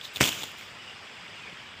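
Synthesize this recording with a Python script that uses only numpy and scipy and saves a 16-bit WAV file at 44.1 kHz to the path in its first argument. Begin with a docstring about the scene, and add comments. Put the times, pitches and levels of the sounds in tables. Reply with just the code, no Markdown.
"""A blade chops once through a green stalk in a damp forest, close by.
A steady wash like running water is there from the start. Leaves brush and twigs snap during the swing.
At 0.2 s the blade swishes in and crushes the stalk, which cracks and rings with a dull thud.
Its fibres tear and the foliage rustles to rest. From 0.8 s a few faint, distant bird whistles follow,
with one soft bump near 1.5 s."""
import sys
import numpy as np
from scipy import signal
from scipy.io import wavfile
from scipy.ndimage import uniform_filter1d

SR = 44100
rng = np.random.default_rng(int(sys.argv[2]) if len(sys.argv) > 2 else 0)


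def generate_wav(signal):
    """Clip the signal to [-1, 1] and save it as 16-bit WAV at the path in sys.argv[1]."""
    frames = np.transpose(np.atleast_2d(signal))
    scaled = np.clip(frames, -1, 1) * 32767
    pcm = np.round(scaled).astype(np.int16)
    wavfile.write(sys.argv[1], SR, pcm)


N = 79380
T = np.arange(N) / SR

# Tone of the stalk being crushed under the blade: frequency_hz, relative_db
STALK_SPECTRUM = [(30, -46), (75, -10), (160, -1), (400, -4.5), (700, -8), (860, -7), (1200, -14),
                  (1600, -12), (2200, -3.5), (3200, -4), (4050, -23), (4600, -10), (7900, -11),
                  (10300, -22.5), (15300, -22)]
# Tone of leaves rubbing together: frequency_hz, relative_db
LEAF_SPECTRUM = [(40, -24), (90, -5.5), (260, -6), (500, -10), (1050, -8.5), (1800, -13.5), (2500, -3.5),
                 (3300, -3.5), (4100, -12), (5500, -11.5), (7200, -6), (8500, -15.5), (10200, -20),
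                 (12500, -16.5), (15200, -11)]


def amp(db):
    """Turns decibels into a number to multiply by."""
    return 10 ** (np.asarray(db) / 20)


def evened(x):
    """Scales a signal to an average (rms) level of 1."""
    return x / np.sqrt(np.mean(x ** 2) + 1e-20)


def level_at(spectrum, hz):
    """Reads a spectrum between its points, on a logarithmic frequency scale."""
    points_hz, points_db = np.transpose(spectrum)
    return np.interp(np.log(hz + 1), np.log(points_hz + 1), points_db)


def add(mix, start_s, sound):
    """Adds a sound to the mix at the given time."""
    part = mix[max(round(start_s * SR), 0):][:len(sound)]
    part += sound[:len(part)]


def colour(x, spectrum, size=4096):
    """Gives a sound the tone of a spectrum; white noise keeps its power."""
    log_gain = np.log(amp(level_at(spectrum, abs(np.fft.fftfreq(size, 1 / SR)))))
    response = np.exp(np.conj(signal.hilbert(log_gain)))  # rings after a click, never before
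    taps = np.fft.ifft(response).real[:size // 2]
    return signal.fftconvolve(x, taps / np.linalg.norm(taps))[:len(x)]


def drift(count, smooth_over):
    """A smooth random wobble."""
    return evened(uniform_filter1d(rng.standard_normal(count), size=smooth_over))


def grains(per_s, spread_db):
    """A dense stream of tiny clicks of uneven size."""
    size = amp(spread_db * np.minimum(rng.exponential(1, N), 3))
    return evened(size * rng.choice([-1, 1], N) * (rng.random(N) < per_s / SR))


def forest_echo(x, fade_s):
    """Trunks and foliage scatter a sound into echoes that fall 60 dB in fade_s."""
    tail = rng.standard_normal(N) * amp(-60 * T / fade_s)
    return signal.fftconvolve(x, tail / np.linalg.norm(tail))[:N]


def water():
    """A far wash like running water: noise with drifting patches of tone and a slight swell."""
    # Tone of the wash: frequency_hz, relative_db
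    wash_spectrum = [(20, -42), (35, -20), (51, -11), (75, -2.5), (140, -4), (230, -4), (300, -9.5),
                     (410, -5.5), (622, -8), (1230, -4.5), (2300, -2.5), (2900, -2.5), (3400, -4.5),
                     (4100, -14), (4550, -13), (4900, -9.5), (5500, -16.5), (6400, -22), (7800, -19),
                     (9900, -36.5), (12500, -40), (15500, -36.5)]
    # How its treble changes: time_s, boost_db
    treble_curve = [(0, 3), (0.5, 2), (1.05, 0.5), (1.45, 0.5), (1.8, -1.5)]
    frames, hz = N // 256 + 5, np.fft.rfftfreq(1024, 1 / SR)
    real, imaginary, patches = rng.standard_normal((frames, len(hz), 3)).T
    patches = uniform_filter1d(patches, size=7, axis=0)  # smooth across frequency
    patches_db = 1.77 * evened(uniform_filter1d(patches, size=4, axis=1))  # then across time
    swell_db = 0.2 * drift(frames, smooth_over=14)
    treble_db = np.interp(np.linspace(0, N / SR, frames), *np.transpose(treble_curve))
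    level_db = level_at(wash_spectrum, hz)[:, None] + patches_db + swell_db
    level_db += np.outer(hz > 4140, treble_db)
    _, wash = signal.istft((real + 1j * imaginary) * amp(level_db), nperseg=1024, noverlap=768)
    return amp(-45) * evened(wash[:N])


def twig_snaps():
    """Thin stems snap with a brief, unsteady ring and a spray of splinters."""
    # Twigs and leaf stems breaking: start_s, level_db, pitch_hz, decay_s, splinter_db
    snaps = [(0.0125, -27, 3440, 0.0024, -18), (0.0480, -35, 3850, 0.0018, -24),
             (0.054, -24.5, 3530, 0.00092, -23), (0.1598, -20.5, 3620, 0.0018, -7),
             (0.1634, -23, 3520, 0.0014, -9), (0.1700, -20.5, 3540, 0.0013, -6),
             (0.181, -34, 3470, 0.00054, 7.5), (0.2274, -22.5, 3120, 0.00098, 7.5),
             (0.2394, -9, 3353, 0.0017, -11), (0.2551, -21.5, 3270, 0.00075, 8.5),
             (0.2744, -17.5, 3410, 0.0022, -5.5), (0.2838, -18, 2340, 0.0016, -18),
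             (0.2897, -15.5, 3080, 0.0012, -1), (0.2924, -26.5, 3550, 0.00065, 8),
             (0.3208, -28.5, 3280, 0.0027, -4), (0.328, -23, 2810, 0.0022, -8),
             (0.4230, -28, 3350, .0012, -14), (0.433, -23, 3240, 0.0022, -11),
             (0.4336, -31, 866, 0.0034, -4), (0.4381, -26.5, 3740, 0.0018, 0.5),
             (0.4714, -30, 3150, 0.00086, -10), (0.4815, -34, 3150, .002, -14),
             (0.5164, -30.5, 3000, 0.0018, -9), (0.5975, -35, 2880, 0.0019, -10),
             (0.6115, -31, 2260, 0.0014, -9), (0.6263, -37, 2080, 0.0043, -15)]
    pitch_wobble, rise_s = 0.093, 0.00029
    out, t = np.zeros(N), T[:SR // 25]
    for start_s, level_db, pitch_hz, decay_s, splinter_db in snaps:
        unsteady_hz = pitch_hz * (1 + pitch_wobble * drift(len(t), smooth_over=16))
        ring = np.sin(2 * np.pi * np.cumsum(unsteady_hz) / SR)
        level = amp(level_db) * np.minimum(t / rise_s, 1) * np.exp(-t / decay_s)
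        splinters = colour(level * rng.standard_normal(len(t)), LEAF_SPECTRUM)
        add(out, start_s, level * ring + amp(splinter_db) * splinters)
    return out


def rustles():
    """Leaves slide and fibres tear in strokes of tiny clicks, which make the leaves ring."""
    # Strokes: start_s, rise_s, hold_s, fall_db_per_s, level_db, treble_db, ring_hz, ring_db
    strokes = [(0.018, 0.029, .01, 500, -45.5, -1, 3760, 2), (0.128, .025, 0.015, 595, -43.5, 4, 3730, -5),
               (0.218, 0.027, 0.041, 900, -28, 0.5, 3310, -4),
               (0.287, 0.017, 0.024, 130, -37.5, -2.5, 3020, -3.5),
               (0.343, 0.02, 0.067, 153, -41.5, -3.5, 3460, -5),
               (0.564, 0.013, .055, 150, -54, -2, 3330, -0.5)]
    out = np.zeros(N)
    for start_s, rise_s, hold_s, fall_db_per_s, level_db, treble_db, ring_hz, ring_db in strokes:
        t = T - start_s
        fallen_db = fall_db_per_s * np.maximum(t - rise_s - hold_s, 0)
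        level = np.clip(t / rise_s, 0, 1) * amp(level_db - fallen_db)
        spectrum = [(hz, db + treble_db * (hz > 8000)) for hz, db in LEAF_SPECTRUM]
        clicks = colour(grains(per_s=5000, spread_db=5), spectrum)
        leaf_filter = signal.iirpeak(ring_hz, Q=12, fs=SR)
        ring = evened(signal.lfilter(*leaf_filter, grains(per_s=5000, spread_db=5)))
        out += level * (clicks + amp(ring_db) * ring)
    return out


def blade_swish():
    """The blade sweeps through air and leaves, growing louder until it lands."""
    lands_s, peak_db, rise_db_per_s = 0.2097, -36, 602
    level = amp(peak_db - rise_db_per_s * abs(lands_s - T)) * (T < lands_s)
    return colour(level * rng.standard_normal(N), STALK_SPECTRUM)


def leaf_ticks():
    """Leaf edges flick past each other with fine, bright ticks."""
    # Flicks: start_s, level_db
    flicks = [(0.16, -39), (0.2112, -17), (0.2792, -27), (0.5857, -38), (0.5922, -54), (0.5975, -50)]
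    # Their tone: frequency_hz, relative_db
    spectrum = [(100, -44), (5000, -35), (7500, 0), (10500, -12), (14000, 2), (15500, 0)]
    decay_s = 0.00071
    out, t = np.zeros(N), T[:SR // 50]
    for start_s, level_db in flicks:
        add(out, start_s, amp(level_db) * np.exp(-t / decay_s) * rng.standard_normal(len(t)))
    return colour(out, spectrum)


def fibre_crush():
    """The blade crushes wet fibres: a burst of clicks that dies quickly."""
    start_s, rise_s, peak_db, fall_db_per_s = 0.2040, 0.0015, -18, 249
    t = T - start_s
    rise = np.clip(t / rise_s, 0, 1) ** 0.5
    level = rise * amp(peak_db - fall_db_per_s * np.maximum(t - rise_s, 0))
    return colour(level * grains(per_s=6000, spread_db=4.5), STALK_SPECTRUM)


def stalk_thud():
    """Each blow makes the stalk ring with low tones that die almost at once; the chop's thud comes back as a
    faint echo."""
    # The stalk's tones at the first blow: pitch_hz, level_db, fade_s (time to fall 60 dB)
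    tones = [(135.5, -17.5, 0.095), (194, -11, 0.039), (271, -14, 0.03), (334, -18, 0.024),
             (480, -18.5, 0.01), (631, -21, 0.043)]
    # The chop, its echo a moment later, the sagging stalk and later soft bumps: start_s, strength_db, #
    # pitch_ratio
    blows = [(0.2084, 0, 1), (0.2230, -10, 1), (0.2335, -15, .65), (0.2750, -22, 1), (1.528, -29, .95)]
    rise_s, low_cut_hz = 0.00085, 69
    out, t = np.zeros(N), T[:SR // 4]
    for start_s, strength_db, pitch_ratio in blows:
        ring = sum(amp(level_db - 60 * t / fade_s) * np.cos(2 * np.pi * pitch_hz * pitch_ratio * t)
                   for pitch_hz, level_db, fade_s in tones)
        add(out, start_s, amp(strength_db) * ring * (1 - np.exp(-t / rise_s)))
    return signal.sosfilt(signal.butter(1, low_cut_hz, "high", fs=SR, output="sos"), out)


def stalk_cracks():
    """Each break is one sharp push and pull of air with a short splintering tail."""
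    # Breaks in the stalk: time_s, relative_db, width_ms, tail_db
    breaks = [(0.2093, -2.5, .105, -18), (0.2151, -17, .12, -12), (0.2179, -7, .05, -19),
              (0.2306, -16, .09, -9)]
    lead_s, tail_decay_s = 0.002, 0.002
    out = np.zeros(N)
    t = T[:SR // 20] - lead_s  # starts early to leave room for the push
    for time_s, relative_db, width_ms, tail_db in breaks:
        widths = t / (width_ms / 1000)
        pulse = -widths * np.exp((1 - widths ** 2) / 2)
        splinters = rng.standard_normal(len(t)) * (t > 0) * np.exp(-abs(t) / tail_decay_s)
        tail = amp(tail_db) * colour(splinters, STALK_SPECTRUM)
        add(out, time_s - lead_s, amp(relative_db) * (pulse + tail))
    return out


def birds():
    """Distant birds give falling, slightly warbling whistles, blurred by the trees."""
    # Whistles: start_s, length_s, start_hz, end_hz, relative_db
    whistles = [(0.786, 0.037, 3036, 2840, -49), (0.865, 0.061, 2980, 2780, -45),
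                (1.328, .17, 3087, 2138, -48), (1.55, 0.15, 3266, 2950, -54)]
    out = np.zeros(N)
    for start_s, length_s, start_hz, end_hz, relative_db in whistles:
        progress = np.linspace(0, 1, int(length_s * SR))
        warble = 1 + 0.0248 * drift(N, smooth_over=200)[:len(progress)]
        pitch_hz = (start_hz + (end_hz - start_hz) * progress) * warble
        tone = np.sin(2 * np.pi * np.cumsum(pitch_hz) / SR)
        soft_ends = np.clip(10 * np.minimum(progress, 1 - progress), 0, 1)
        add(out, start_s, amp(relative_db) * evened(tone * soft_ends))
    return amp(-5.5) * out + amp(-3) * forest_echo(out, fade_s=0.22)


def scene():
    """Mixes the chop, the foliage and their faint forest echo with the water and birds."""
    chop = blade_swish() + amp(-0.5) * stalk_cracks() + fibre_crush()
    hollow = signal.iirnotch(863, Q=3.25, fs=SR)  # the stalk hollows out the tone near 863 Hz
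    near = signal.lfilter(*hollow, chop) + rustles() + twig_snaps() + leaf_ticks()
    echo = amp(-17.5) * forest_echo(near, fade_s=0.65)
    return (near + stalk_thud() + echo + water() + birds())[None]


def record(dry):
    """Takes away the deepest rumble and the very highest treble."""
    low_cut_hz, high_cut_hz = 58.5, 15500
    rumble_filter = signal.butter(3, low_cut_hz, "high", fs=SR, output="sos")
    treble_filter = signal.firwin(1023, high_cut_hz, window=("kaiser", 9), fs=SR)
    return signal.oaconvolve(signal.sosfilt(rumble_filter, dry), treble_filter[None], "same")


dry = scene()
out = record(dry)
generate_wav(out)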